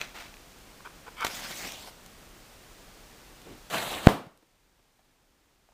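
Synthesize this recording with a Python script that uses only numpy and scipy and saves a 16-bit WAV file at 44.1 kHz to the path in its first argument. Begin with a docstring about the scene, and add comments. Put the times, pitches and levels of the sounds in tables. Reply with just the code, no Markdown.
"""A tiny cannon pops on a bedroom table: a pressure push snaps into suction and the bore rings.
Before it, a matchbox knocks and rustles, a match rasps along the strip and flares, the flame
flutters at the touch-hole and the priming fizzes. The shot overloads a cheap camera microphone,
whose gain drops and stays down. The room rings briefly and the barrel rocks to rest."""
import sys
import numpy as np
from scipy import signal
from scipy.fft import rfft, irfft, next_fast_len
from scipy.io import wavfile
from scipy.ndimage import uniform_filter1d

SR = 44100
rng = np.random.default_rng(int(sys.argv[2]) if len(sys.argv) > 2 else 0)


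def output_pcm(signal):
    """Save a mono or channel-first signal as 16-bit PCM at the path in sys.argv[1].

    Samples are clipped to [-1, 1] before scaling.
    """
    pcm = np.clip(np.atleast_2d(signal).T, -1, 1) * 32767
    wavfile.write(sys.argv[1], SR, np.round(pcm).astype(np.int16))


N = 252693
SHOT_S = 4.07183


def gain_of(db):
    """Decibels to linear gain."""
    return 10 ** (np.asarray(db) / 20)


def unit_rms(x):
    """Scales to rms 1."""
    return x / np.sqrt(np.mean(x ** 2) + 1e-20)


def value_at(points, hz):
    """Reads a curve on a log-frequency axis."""
    f, value = np.transpose(points)
    return np.interp(np.log(hz + 1), np.log(f + 1), value)


def coloured(x, tone):
    """Applies an EQ curve and scales to rms 1."""
    size = next_fast_len(len(x))
    eq = gain_of(value_at(tone, np.fft.rfftfreq(size, 1 / SR)))
    return unit_rms(irfft(rfft(x, size) * eq, size)[:len(x)])


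def automation(rows):
    """Rows of (seconds, dB, ...) to curves: a gain, silent outside the rows, then any other columns."""
    s, db, *more = np.transpose(rows)
    t = np.arange(N) / SR
    fade = np.clip(np.minimum(t - s[0] + (s[0] == 0), s[-1] - t) / 0.0036, 0, 1)
    return [fade * gain_of(np.interp(t, s, db))] + [np.interp(t, s, c) for c in more]


def add(mix, start_s, sound):
    """Mixes a sound in at its start time."""
    part = mix[round(start_s * SR):][:len(sound)]
    part += sound[:len(part)]


def resonate(x, hz, width_hz):
    """A resonance: shifts hz down to zero, smooths and shifts back."""
    carrier = np.exp(2j * np.pi * np.cumsum(hz * np.ones(len(x))) / SR)
    pole = np.exp(-np.pi * width_hz / SR)
    return 2 * (carrier * signal.lfilter([1 - pole], [1, -pole], x / carrier + 1e-18)).real


def grains(per_s, spread_db, t60):
    """Tiny noise bursts at random times, slightly varied in size."""
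    sizes = gain_of(spread_db * np.minimum(rng.exponential(1, N), 4))
    onsets = rng.random(N) < per_s / SR
    decay = gain_of(-60 * np.arange(400) / SR / t60)
    return unit_rms(signal.oaconvolve(sizes * onsets, decay)[:N] * rng.standard_normal(N))


def patchy(x, depth_db):
    """Lets patches of the spectrum swell and fade at random."""
    spectrum = signal.stft(x, nperseg=256)[2]
    patches = uniform_filter1d(rng.standard_normal(spectrum.shape), size=7, axis=0)
    patches = unit_rms(uniform_filter1d(patches, size=9, axis=1))
    return unit_rms(signal.istft(spectrum * gain_of(depth_db * patches), nperseg=256)[1][:N])


def ticks(rows, relative_width):
    """Short noise bursts, each through its own resonance."""
    out, t = np.zeros(N), np.arange(2000) / SR
    for s, db, hz, length in rows:
        envelope = np.exp(-2 * t / length) * (1 - np.exp(-t / 0.00026))
        burst = resonate(rng.standard_normal(len(t)) * envelope, hz, relative_width * hz)
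        add(out, s, gain_of(db) * burst / abs(burst).max())
    return out


def noise_floor():
    """Steady hiss and low rumble."""
    # Noise spectrum. Each row: frequency in Hz, level in dB.
    tone = [(12, -23), (20, 0), (38, 4.5), (64, -5.5), (290, -8), (1100, -13.5), (3400, -17.5), (7000, -20),
            (11500, -22.5)]
    return gain_of(-51.5) * coloured(rng.standard_normal(N), tone)


def bedroom_reverb(x, predelay_s):
    """Reflections as sparse taps of random sign, each band dying at its own speed."""
    # Room decay. Each row: frequency in Hz, time to fall 60 dB in seconds.
    decay_times = [(60, .25), (150, 0.35), (300, 0.36), (700, 0.4), (2500, .4), (9000, 0.33)]
    taps, slots = np.zeros(SR), np.arange(0, SR - 20, 20)
    taps[slots + rng.integers(0, 20, len(slots))] = rng.choice([-1., 1.], len(slots))
    hz, t, spectrum = signal.stft(taps, SR, nperseg=256)
    decay = gain_of(-60 * t / value_at(decay_times, hz)[:, None])
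    tail = signal.istft(spectrum * decay, SR, nperseg=256)[1][:SR]
    tail *= np.clip((np.arange(SR) / SR - predelay_s) / 0.0042, 0, 1)
    return signal.fftconvolve(x, tail / np.linalg.norm(tail))[:N]


def box_knocks():
    """Handling knocks set the matchbox ringing."""
    # Knocks. Each row: start in seconds, peak in dB.
    knocks = [(0.0144, -14), (0.0207, -22.5), (.341, -34), (0.369, -36.5)]
    # Box modes. Each row: frequency in Hz, relative level in dB, time to fall 60 dB in seconds.
    modes = [(810, -12, 0.015), (2170, -27, 0.0071), (2550, 10, 0.0091), (3300, 3, 0.0087),
             (4000, -3, 0.016), (6000, 2, 0.0084)]
    out, t = np.zeros(N), np.arange(2000) / SR
    ring = sum(gain_of(db - 60 * t / t60) * np.sin(2 * np.pi * hz * t) for hz, db, t60 in modes)
    for s, db in knocks:
        add(out, s, -gain_of(db) * ring / abs(ring).max())
    return out


def tray_rustle():
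    """The cardboard tray slides: a grainy rustle that starts at once and dies away."""
    # Slides. Each row: start in seconds, hold in seconds, level in dB.
    slides = [(0, 0.018, -41.5), (.143, 0.073, -44.5)]
    # Rustle EQ. Each row: frequency in Hz, level in dB.
    tone = [(180, -11), (300, -2.5), (459, -9), (850, 0), (942, -3), (1930, -1), (2110, 0.5), (10000, -17),
            (13000, -46), (22000, -120)]
    release_s, drop_db = .11, 19
    level = sum(automation([(s, db), (s + hold, db), (s + hold + release_s, db - drop_db)])[0]
                for s, hold, db in slides)
    return level * coloured(grains(per_s=4700, spread_db=-2.0, t60=0.0048), tone)


def match_strikes():
    """The match head is pressed along the strip and lifted; dense slips ring the cardboard."""
    # Strokes. Each row: start, peak and end in seconds, top level in dB, loudest region in Hz.
    strokes = [(0.803, 0.803, .812, -47, 1090), (.845, .862, .879, -42, 1100),
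               (1.063, 1.08, 1.094, -43, 970), (1.162, 1.23, 1.254, -29, 1330)]
    # Cardboard resonances. Each row: centre in Hz, width in Hz, relative level in dB.
    resonances = [(480, 120, 2.5), (1060, 470, -1), (1330, 380, -0.5), (1780, 1400, -3), (2200, 380, -1.5),
                  (3000, 600, 1), (4370, 1200, 2), (7000, 4300, 5)]
    press_db_per_s, lift_db_per_s, sink_octaves_per_s = 340, 250, 9.4
    out, span = np.zeros(N), slice(0, round(1.3 * SR))
    slips = grains(per_s=5000, spread_db=.8, t60=.004)[span]
    modes = np.array([unit_rms(resonate(resonate(slips, hz, width), hz, width))
                      for hz, width, _ in resonances])
    mode_hz, _, mode_db = np.transpose(resonances)[:, :, None]
    for start, peak, end, db, hz in strokes:
        press_s = peak - start
        touch = (start, db - press_db_per_s * press_s, hz * 2 ** (sink_octaves_per_s * press_s))
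        lift = (end, db - lift_db_per_s * (end - peak), hz)
        level, focus_hz = automation([touch, (peak, db, hz), lift])
        # The grip damps modes away from the focus.
        weight = gain_of(mode_db - 14.2 * abs(np.log2(mode_hz / focus_hz[span])))
        rasp = level[span] * (weight * modes).sum(0) / np.linalg.norm(weight, axis=0)
        out[span] += rasp * np.linalg.norm(level) / np.linalg.norm(rasp)
    return out


def burning(envelope, tone, echo, crackle_share, grains_per_s, flicker_db, patch_db):
    """Flickering turbulent hiss and crackling grains, comb-filtered by the table's echo."""
    flicker = gain_of(flicker_db * unit_rms(uniform_filter1d(rng.standard_normal(N), size=400)))
    hiss = patchy(coloured(flicker * rng.standard_normal(N), tone), patch_db)
    crackle = coloured(grains(grains_per_s, spread_db=0.5, t60=0.004), tone)
    blend = np.sqrt(1 - crackle_share) * hiss + np.sqrt(crackle_share) * crackle
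    direct = automation(envelope)[0] * blend
    samples = np.arange(N)
    delay_ms = np.interp(samples / SR, *np.transpose(echo))
    bounce = np.interp(samples - delay_ms * SR / 1000, samples, direct)
    bounce_gain = gain_of(-4 - 18 * delay_ms)  # a higher flame has a later, weaker echo
    return (direct + bounce_gain * bounce) / np.hypot(1, bounce_gain)


def match_flare():
    """The head flares and settles; its echo closes in as the match is lowered."""
    # Flare envelope. Each row: time in seconds, level in dB.
    envelope = [(1.244, -36), (1.26, -36.5), (1.3, -39), (1.45, -39.5), (1.54, -40), (1.645, -38),
                (1.78, -46), (1.89, -45.5), (1.905, -56), (1.94, -63)]
    # Flame EQ. Each row: frequency in Hz, level in dB.
    tone = [(35, -28), (60, -13), (230, -2), (412, -6.5), (720, 0), (1250, -3.5), (2280, -2), (6000, -5),
            (11500, -11.5)]
    # Table echo. 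Each row: time in seconds, delay in milliseconds.
    echo = [(1.3, .55), (1.45, .63), (1.55, .51), (1.64, .44), (1.73, .33), (1.8, .25), (1.85, .22),
            (1.9, .205)]
    return burning(envelope, tone, echo,
                   crackle_share=0.12, grains_per_s=540, flicker_db=1.0, patch_db=2.5)


def flame_flutter():
    """One soft, low gust of the flame at the touch-hole."""
    # Gust EQ. Each row: frequency in Hz, level in dB.
    tone = [(59, -43), (100, -5), (323, 0), (967, -18), (1080, -19), (1340, -22), (4000, -23), (5200, -62),
            (8800, -120)]
    level = automation([(3.45, -59.5), (3.47, -47.5), (3.52, -47.5), (3.56, -59.5)])[0]
    return level * coloured(rng.standard_normal(N), tone)


def sparks():
    """Sparks and grains snap in bright, wide-band clicks."""
    # Snaps. Each row: start in seconds, peak in dB, centre in Hz, length in seconds.
    snaps = [(1.208, -30.5, 4900, 0.0039), (1.2455, -22, 4000, 0.0023), (1.2478, -13.5, 1320, 0.0043),
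             (1.2525, -20, 910, 0.0042), (1.2665, -19, 2000, 0.0067), (1.689, -31, 2000, 0.0018),
             (1.721, -24, 7000, 0.0014), (2.062, -35.5, 6000, 0.0017), (3.417, -41, 3500, 0.0023),
             (3.7012, -29, 3000, 0.00076), (3.7058, -33, 3000, 0.0013), (4.375, -34, 6000, 0.0011)]
    return ticks(snaps, relative_width=1.5)


def priming_fizz():
    """The priming powder burns as a jet from the touch-hole, just above the table."""
    # Jet envelope. Each row: time in seconds, level in dB.
    envelope = [(3.698, -37), (3.715, -35.5), (3.74, -28.5), (3.85, -33), (3.94, -33), (4.02, -39.5),
                (4.05, -35.5), (4.084, -27.5)]
    # Jet EQ. Each row: frequency in Hz, level in dB.
    tone = [(35, -42.5), (60, -13), (150, -5.5), (395, -5.5), (674, 0), (1000, -2.5), (1770, -1.5),
            (3000, -7.5), (4100, -9), (4700, -15), (7000, -15.5), (11500, -13.5)]
    # Table echo. 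Each row: time in seconds, delay in milliseconds.
    echo = [(3.7, .28), (4.06, .26)]
    return burning(envelope, tone, echo,
                   crackle_share=.15, grains_per_s=700, flicker_db=-0.14, patch_db=2.0)


def rocking():
    """The barrel and a toy figure rock on the table after the shot, in dull taps."""
    # Taps. Each row: start in seconds, peak in dB before the gain drops, centre in Hz, length in seconds.
    taps = [(4.265, -25.5, 143, 0.0095), (4.426, -40, 298, 0.0096), (4.79, -42, 297, 0.023),
            (4.992, -40.5, 750, 0.012), (5.688, -38, 644, 0.01), (5.72, -41, 1000, .006)]
    return ticks(taps, relative_width=0.43)


def muzzle_blast():
    """Pressure builds roughly, breaks off and swings into suction while the bore rings."""
    t = np.arange(N) / SR - SHOT_S
    after = np.maximum(t, 0)
    grit = unit_rms(resonate(rng.standard_normal(N), hz=8500, width_hz=2000))  # hot grains leave first
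    roughness = 1 + .07 * np.clip(-t / .001, 0, 1) * grit
    push = 2.4 / (1 + np.exp(np.clip(-(t + .00125) / .00038, -50, 50))) * roughness
    suction = -.88 * np.exp(-(after / .0052) ** 2) - 1.5 * np.exp(-after / .0003)
    bore = .5 * np.exp(-after / .009) * np.cos(2 * np.pi * 715 * (after - .0012))
    crossfade = 1 / (1 + np.exp(np.clip(-t / .00006, -50, 50)))
    return (1 - crossfade) * push + crossfade * (suction + bore)


def cannon_shot():
    """The close blast, then walls and room answering its sharp front."""
    # Early reflections. Each row: delay in seconds, level in dB relative to the pulse.
    reflections = [(.0121, -3), (.0148, -1.5), (.0178, 1), (.0189, -4), (.0226, -5.5)]
    # Reverb send EQ. Each row: frequency in Hz, level in dB.
    send_tone = [(50, -6.5), (200, 6.5), (700, 1.5), (1250, -2.5), (1700, -10.5), (3500, -14),
                 (6000, -22.5), (10000, -21)]
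    walls, t = np.zeros(N), np.arange(400) / SR
    pulse = np.sin(2 * np.pi * 900 * t) * np.exp(-t / 0.00018)
    for delay_s, db in reflections:
        add(walls, SHOT_S + delay_s, -gain_of(db) * pulse / pulse.max())
    front = coloured(signal.unit_impulse(N, round(SHOT_S * SR)), send_tone)
    front /= abs(front).max()
    return muzzle_blast() + walls + gain_of(15.5) * bedroom_reverb(front, predelay_s=0.0092)


def scene():
    """Mono mix: the small tabletop sounds with a touch of room, the shot and the noise floor."""
    tabletop = (box_knocks() + tray_rustle() + match_strikes() + flame_flutter()
                + sparks() + rocking() + match_flare() + priming_fizz())
    floor = noise_floor()
    room = gain_of(-12.5) * bedroom_reverb(tabletop, predelay_s=.004)
    return (floor + room + tabletop + cannon_shot())[None]


def record(dry):
    """Camera microphone: overload cuts the gain for good; the converter clips and runs at half rate."""
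    reaction_s, converter_hz, top_hz = .0037, 10800, 15520
    overloaded = np.maximum.accumulate(abs(dry) > 1, axis=1) * 1.
    trigger = np.pad(overloaded, ((0, 0), (round(reaction_s * SR), 0)))[:, :N]
    gain_db = 0
    for cut_db, attack_s in [(13, .0004), (1.9, .15)]:  # a fast duck and a slow sag
        pole = np.exp(-1 / (attack_s * SR))
        gain_db -= cut_db * signal.lfilter([1 - pole], [1, -pole], trigger)
    anti_alias = signal.firwin(101, converter_hz, fs=SR)
    ducked = signal.oaconvolve(dry * gain_of(gain_db), anti_alias[None], "same")
    clipped = np.clip(ducked, -.98, .98)
    held = np.repeat(clipped[:, ::2], 2, axis=1)[:, :N]  # sample-and-hold mirrors the treble upward
    high_cut = signal.firwin(511, top_hz, window=("kaiser", 9), fs=SR)
    return signal.oaconvolve(held, high_cut[None], "same")


dry = scene()
out = record(dry)
output_pcm(out)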